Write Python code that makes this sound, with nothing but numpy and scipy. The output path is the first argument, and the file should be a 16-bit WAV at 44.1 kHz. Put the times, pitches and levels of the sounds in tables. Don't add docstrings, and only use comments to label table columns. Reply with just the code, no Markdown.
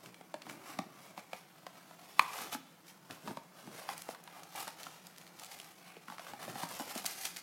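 import sys
import numpy as np
from scipy import signal
from scipy.fft import rfft, irfft, next_fast_len
from scipy.io import wavfile
from scipy.ndimage import uniform_filter1d, map_coordinates

SR = 44100
rng = np.random.default_rng(int(sys.argv[2]) if len(sys.argv) > 2 else 0)


def master(y):
    cut = np.clip(np.atleast_2d(y).T, -1, 1)
    pcm = np.round(cut * 32767)
    wavfile.write(sys.argv[1], SR, pcm.astype(np.int16))


N = 327633

# frequency_hz, relative_db
ROOM_TONE_EQ = [(60, -49), (95, -14.5), (135, -5), (175, 7), (225, -6.5), (320, -1.5), (430, -9),
                (720, -9.5), (1300, -14), (2500, -24.5), (12000, -24.5)]
# frequency_hz, t60_s
ROOM_DECAY = [(150, 0.63), (1000, 0.67), (3000, 1), (12000, 0.16)]
# start_s, end_s, pitch_hz, width_hz, gain
GRIPS = [(0, 1.428, 2280, 178, 1.07), (0.55, 1.05, 1140, 130, 0.52), (1.848, 2.75, 3460, 110, 1.3),
         (5.76, 6.05, 2490, 400, 1.5)]
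# fastest_s, length_s, level_db, hiss_offset_db
STROKES = [(.06, 0.085, -60.5, -1.5), (0.503, 0.1, -54, -4), (0.702, 0.15, -53, -3.5),
           (1.032, 0.19, -61.5, -1.5), (1.192, 0.051, -55.5, -5), (1.37, 0.12, -68.5, 6.5),
           (1.764, 0.7, -64.5, -8), (2.163, 0.49, -59.5, -1.5), (2.225, 0.043, -45, -5.5),
           (2.347, 0.15, -50.5, -3.5), (2.405, 0.12, -50, 2.5), (2.533, 0.037, -45.5, 0.5),
           (2.894, 0.08, -69.5, 10), (3.132, 0.09, -56, -2), (3.285, 0.11, -55, -2),
           (3.592, 0.063, -55.5, -4.5), (3.781, 0.28, -54.5, -2), (3.917, 0.064, -48, -4.5),
           (4.01, 0.13, -61.5, 4), (4.111, 0.075, -52.5, -2.5), (4.372, 0.17, -53.5, -11),
           (4.594, 0.11, -47, -0.5), (4.686, 0.085, -57, -2.5), (4.804, 0.073, -53, -5),
           (4.91, 0.61, -62.5, 0), (5.234, 0.14, -66, 1), (5.421, 0.066, -55, 0), (5.53, 0.073, -55.5, 3),
           (5.628, 0.32, -63, 3.5), (5.882, 0.11, -58.5, -3), (6.115, 0.083, -58.5, -1.5),
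           (6.225, 0.13, -59.5, -2), (6.301, 0.068, -50, -6), (6.436, 0.093, -50, -5),
           (6.497, 0.052, -48.5, -9), (6.602, 0.14, -46, -4), (6.71, 0.035, -47.5, -8),
           (6.744, 0.082, -51.5, 3), (6.808, 0.058, -49, 3), (6.903, 0.095, -54.5, 5), (6.982, 0.1, -51, 1),
           (7.104, 0.12, -51, 4.5), (7.19, 0.036, -63, 3), (7.244, 0.14, -54, 8), (7.38, 0.04, -57.5, 5.5)]
# strongest_s, length_s, level_db
PALM_SHOVES = [(0.07, 0.079, -56.5), (0.518, 0.16, -54.5), (0.774, 0.36, -58), (2.428, 0.14, -57.5),
               (3.122, 0.029, -47.5), (3.292, 0.047, -40.5), (3.685, 0.11, -53), (6.325, 0.037, -53),
               (6.514, 0.11, -46.5), (6.72, 0.1, -55.5), (6.877, 0.023, -54)]
# frequency_hz, relative_db
HISS_EQ = [(900, -15.5), (2000, 1), (3400, -4), (5500, -2.5), (8000, -7), (11500, -7), (15000, -11.5),
           (16000, -42)]
# frequency_hz, relative_db
RASP_EQ = [(250, -55), (450, -5.5), (750, 5), (950, -1), (1300, 0), (1900, -8), (3300, -11), (7000, -19.5)]
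# frequency_hz, relative_db
RUMBLE_EQ = [(30, -36), (72, -61), (115, -5.5), (180, -4.5), (280, -1.5), (400, -7.5), (1200, -47)]
# middle_s, length_s, level_db, brightness_hz
CREASE_CLUSTERS = [(0.419, .006, -52, 2940), (2.399, .025, -43.5, 2000), (4.831, 0.086, -49, 4570),
                   (5.209, .15, -55, 3500), (5.426, 0.086, -48, 6000), (5.582, .14, -52, 5500),
                   (7.0622, .005, -34.5, 7400), (7.099, 0.066, -46, 7500), (7.254, 0.0076, -39.5, 4570),
                   (7.365, 0.0094, -45.5, 6000)]
# start_s, level_db, brightness_hz
EDGE_TICKS = [(0.059, -47.5, 2900), (.143, -49.5, 3350), (0.496, -43.5, 2500), (0.7873, -37.5, 2720),
              (1.332, -40.5, 2290), (2.332, -43, 2800), (3.108, -39, 2390), (3.371, -46.5, 1990),
              (3.978, -42.5, 8900), (4.019, -41, 8000), (4.238, -50.5, 8950), (4.433, -45, 4200),
              (4.603, -41, 4400), (4.677, -40.5, 4470), (5.068, -46.5, 8000), (5.1816, -46.5, 6500),
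              (5.396, -43.5, 5100), (5.599, -42, 3700), (6.688, -43, 7500), (6.712, -48, 12000),
              (6.79, -44, 12000), (6.952, -40, 6500), (6.977, -35.5, 5840), (7.055, -34, 4450)]
# frequency_hz, relative_db
CRACK_EQ = [(400, -29), (1500, 6), (2400, -1), (4000, -3.5), (7000, -13), (12000, -16), (16000, -27)]
# pitch_ratio, relative_db, t60_s
PANEL_MODES = [(.71, -4, 0.024), (.97, 2.5, 0.036), (1.29, -0.5, 0.021), (1.8, -5, 0.014)]
# pitch_hz, relative_db, t60_s
HOLLOW_MODES = [(189.3, -3.5, 0.059), (255.5, 3.5, 0.034), (338, -4, 0.035)]
# start_s, level_db, pitch_hz, thump_offset_db
KNOCKS = [(0.2104, -43, 730, -11), (0.3413, -31.5, 745, -14), (.4668, -40, 732, -11),
          (0.7894, -27.5, 897, -3.5), (1.1771, -35.5, 783, -12.5), (1.3309, -34, 768, -18),
          (1.6664, -35.5, 782, -25), (1.91, -44.5, 940, -16), (2.5485, -30.5, 980, -7.5),
          (3.101, -44, 860, -3.5), (3.2752, -33.5, 928, -6), (3.28, -38, 900, -18), (3.309, -38.5, 845, -3),
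          (3.3709, -33.5, 893, -11), (3.6739, -44, 990, 3), (3.8897, -29.5, 825, -26),
          (4.0888, -32.5, 677, -13.5), (4.147, -40.5, 1216, -26), (4.276, -41, 1120, -29),
          (4.551, -40.5, 790, -20), (4.672, -39, 1104, -14), (4.6786, -36, 860, -32),
          (4.867, -34.5, 1117, -17), (5.9669, -43, 518, -15), (6.0824, -36, 1065, -13),
          (6.1, -36, 870, -13), (6.122, -40, 900, -15), (6.1822, -40, 1045, -31), (6.1951, -41, 800, -38),
          (6.335, -38, 900, -11), (6.479, -37.5, 560, -4), (6.556, -37, 785, -5.5), (6.633, -29.5, 910, -7),
          (6.797, -32, 770, -11.5), (6.806, -37.5, 776, 0), (6.958, -37.5, 694, 1.5),
          (7.046, -38.5, 770, -11)]
# pitch_hz, peak_db, rise_s
FLAP_MODES = [(930, -37, 0.0021), (1077, -9.5, 0.0017), (1800, -21, 0.00087), (2450, -14.5, 0.0018),
              (4450, -28, 0.0015)]

RISE_SHARE, SWELL_SHAPE = 0.47, 1.1
HOLD_HISS_DB, HOLD_RASP_DB = -70.5, -67
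RASP_DB, RUMBLE_DB, SHOVE_DB = 1.5, -14, -0.5
CRACK_DB, CRACK_PER_THUMP = -12, 0.27
CREASE_SPREAD_DB, TICK_RISE_S = 4.5, 0.0014
SNAP_AT_S = 2.1941
SHUDDER_HZ, SHUDDER_HALF_WIDTH_HZ, SHUDDER_DB, SHUDDER_T60_S = 1040, 77, -37.5, 0.45
LOW_CUT_HZ, HIGH_CUT_HZ = 33, 16050


def amp(db):
    return 10 ** (np.asarray(db) / 20)


def unit(x):
    return x / np.sqrt(np.mean(x ** 2) + 1e-20)


def along(points, hz):
    f, v = np.transpose(points)
    return np.interp(np.log(hz + 1), np.log(f), v)


def filtered(x, response):
    m = next_fast_len(len(x) + SR // 8)
    return irfft(rfft(x, m) * response(np.fft.rfftfreq(m, 1 / SR)), m)[:len(x)]


def coloured(x, eq):
    return unit(filtered(x, lambda hz: amp(along(eq, hz))))


def wobble(knots_per_s):
    knots = rng.standard_normal(int(N * knots_per_s / SR) + 4)
    return map_coordinates(knots, [np.arange(N) * knots_per_s / SR])


def swell(t, peak_s):
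    return (t / peak_s * np.exp(1 - t / peak_s)) ** 2


def decay(t, t60_s):
    return amp(-60 * t / t60_s)


def burst(t, eq, t60_s):
    return coloured(rng.standard_normal(len(t)), eq) * decay(t, t60_s)


def add(track, start_s, sound):
    part = track[max(round(start_s * SR), 0):][:len(sound)]
    part += sound[:len(part)]


def room_tone():
    return amp(-63) * coloured(rng.standard_normal(N), ROOM_TONE_EQ)


def room_reverb(x, predelay_s):
    out, block = np.zeros(N), SR // 3
    for start in range(0, N, block):
        hz, t, noise = signal.stft(rng.standard_normal(SR // 2), SR, nperseg=256)
        late = decay(t, along(ROOM_DECAY, hz)[:, None])
        early = 1.6 * decay(t, t60_s=0.15)
        tail = signal.istft(noise * (late + early), SR, nperseg=256)[1]
        wet = signal.fftconvolve(x[start:start + block], tail / np.linalg.norm(tail))
        add(out, start / SR + predelay_s, wet)
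    return out


def table_bounce(x):
    delay_s = 0.0022 * np.exp(0.193 * wobble(2))
    return x + 0.3 * map_coordinates(x, [np.arange(N) - delay_s * SR])


def pinched_flap(x):
    out, t = x.copy(), np.arange(N) / SR
    for start_s, end_s, hz, width_hz, gain in GRIPS:
        held = np.clip(np.minimum(t - start_s, end_s - t) * 10, 0, 1)
        resonance = lambda f: 1j * f * width_hz / (hz * hz - f * f + 1j * f * width_hz)
        out += gain * filtered(x * held, resonance)
    return out


def travelling_contact(x, depth_db):
    spectrogram = signal.stft(x, nperseg=512)[2]
    ripple = uniform_filter1d(rng.standard_normal(spectrogram.shape), size=5, axis=0)
    ripple = uniform_filter1d(ripple, size=24, axis=1)
    return signal.istft(spectrogram * amp(depth_db * unit(ripple)))[1][:N]


def hand_speed(peak_s, length_s):
    t = np.arange(N) / SR - peak_s
    away = np.maximum(-t / RISE_SHARE, t / (1 - RISE_SHARE)) / length_s
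    speed, near = np.zeros(N), away < 5
    speed[near] = np.exp(-away[near] ** SWELL_SHAPE)
    return speed


def friction_envelopes():
    surface, panels, hollow = np.zeros((3, N))
    for peak_s, length_s, db, hiss_db in STROKES:
        power = (amp(db) * hand_speed(peak_s, length_s)) ** 2
        surface += amp(hiss_db) ** 2 * power
        panels += amp(RASP_DB) ** 2 * power
        hollow += amp(RUMBLE_DB) ** 2 * power
    for peak_s, length_s, db in PALM_SHOVES:
        hollow += (amp(db + SHOVE_DB) * hand_speed(peak_s, length_s)) ** 2
    return np.sqrt([surface + amp(HOLD_HISS_DB) ** 2, panels + amp(HOLD_RASP_DB) ** 2, hollow])


def fibre_slips(per_s, spread_db, rub_gain):
    hits = rng.random(N) < per_s / SR
    sizes = amp(spread_db * np.minimum(rng.exponential(size=N), 4)) * rng.choice([-1, 1], N)
    return unit(unit(hits * sizes) + rub_gain * rng.standard_normal(N))


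def fibre_snaps(per_s, spread_db):
    when, pitch, size = rng.random((int(per_s * N / SR), 3)).T
    t = np.arange(SR // 300) / SR
    hz = 1800 * 8 ** pitch[:, None]
    gains = amp(spread_db * np.minimum(-np.log(1 - size), 3))
    grains = gains[:, None] * np.sin(2 * np.pi * hz * t) * decay(t, t60_s=0.003)
    samples = (when * N).astype(int)[:, None] + np.arange(len(t))
    return unit(np.bincount(samples.ravel(), grains.ravel(), N)[:N])


def sliding_card(hiss_gain, rasp_gain, rumble_gain):
    pressure_db = 1.12 * wobble(35) + 1.54 * wobble(170)

    def friction(eq):
        slips = fibre_slips(per_s=1400, spread_db=3.4, rub_gain=1.14)
        return coloured(slips * amp(pressure_db + wobble(70)), eq)

    surface = friction(HISS_EQ) + amp(-8.5) * fibre_snaps(per_s=320, spread_db=2)
    sheen = filtered(surface, lambda hz: hz ** 2 / (hz ** 2 + 7500 ** 2))
    speed = np.clip((20 * np.log10(hiss_gain) + 64) / 24, -0.5, 0.5)
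    hiss = hiss_gain * (surface + speed * sheen)
    return hiss + rasp_gain * friction(RASP_EQ) + rumble_gain * friction(RUMBLE_EQ)


def creases(per_cluster=6):
    scatter = rng.uniform(-1, 1, (len(CREASE_CLUSTERS), per_cluster, 3))
    return [(middle_s + when * length_s / 2, db + CREASE_SPREAD_DB * size, hz * 2 ** (tone / 2))
            for (middle_s, length_s, db, hz), draws in zip(CREASE_CLUSTERS, scatter)
            for when, size, tone in draws]


def ticks():
    out, t = np.zeros(N), np.arange(SR // 20) / SR
    envelope = swell(t, TICK_RISE_S) + 0.18 * decay(t, t60_s=0.09)
    for start_s, db, bright_hz in EDGE_TICKS + creases():
        band = lambda hz: hz / bright_hz / (1 + (hz / bright_hz * 1.06) ** 2.68)
        crackle = unit(filtered(rng.standard_normal(len(t)), band))
        add(out, start_s, amp(db - 0.5) * crackle * envelope)
    return out


def ring(modes, t, tuning, attack_s, scatter_db):
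    tone = np.zeros(len(t))
    for k, (pitch, db, t60_s) in enumerate(modes):
        gain = (-1) ** k * amp(db + scatter_db * rng.normal())
        hz = tuning * pitch * (1 + 0.068 * rng.normal())
        tone += gain * decay(t, t60_s) * np.sin(2 * np.pi * hz * t)
    tone *= 1 - np.exp(-t / attack_s)
    return tone / np.abs(tone).max()


def knocks():
    out, t = np.zeros(N), np.arange(SR // 8) / SR
    for start_s, db, hz, thump_db in KNOCKS:
        panel = amp(2) * ring(PANEL_MODES, t, tuning=hz, attack_s=0.00052, scatter_db=4)
        thump = amp(thump_db) * ring(HOLLOW_MODES, t, tuning=0.99, attack_s=0.005, scatter_db=4.5)
        crack = amp(CRACK_DB - CRACK_PER_THUMP * thump_db) * burst(t, CRACK_EQ, t60_s=0.022)
        add(out, start_s, amp(db) * (panel + thump + crack))
    return out


def tab_snap():
    out, t = np.zeros(N), np.arange(SR // 3) / SR
    flap = sum(amp(db) * swell(t, rise_s) * np.sin(2 * np.pi * hz * t) for hz, db, rise_s in FLAP_MODES)
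    crack = amp(-21) * burst(t, CRACK_EQ, t60_s=0.024)
    click = amp(-20) * burst(t, HISS_EQ, t60_s=0.003)
    band = lambda hz: 1 / (1 + ((hz - SHUDDER_HZ) / SHUDDER_HALF_WIDTH_HZ) ** 2)
    shudder = unit(filtered(rng.standard_normal(len(t)), band)) * decay(t, SHUDDER_T60_S)
    thump = amp(-48) * ring(HOLLOW_MODES, t, tuning=1, attack_s=0.0024, scatter_db=11)
    add(out, SNAP_AT_S, flap + crack + click + thump + amp(SHUDDER_DB) * shudder)
    return out


def scene():
    rub = sliding_card(*friction_envelopes())
    rub = travelling_contact(rub, depth_db=1.23)
    rub = table_bounce(pinched_flap(rub))
    taps = pinched_flap(knocks() + ticks())
    snap = tab_snap()
    dull_snap = filtered(snap, lambda hz: 1 / (1 + 1j * hz / 2600))
    send = amp(-13) * rub + amp(-10.5) * taps + amp(-15) * dull_snap
    walls = room_reverb(send, predelay_s=0.009)
    return (rub + taps + snap + walls + room_tone())[None]


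def record(dry):
    response = lambda hz: 1j * hz / (1j * hz + LOW_CUT_HZ) * (hz < HIGH_CUT_HZ)
    return np.array([filtered(channel, response) for channel in dry])


dry = scene()
out = record(dry)
master(out)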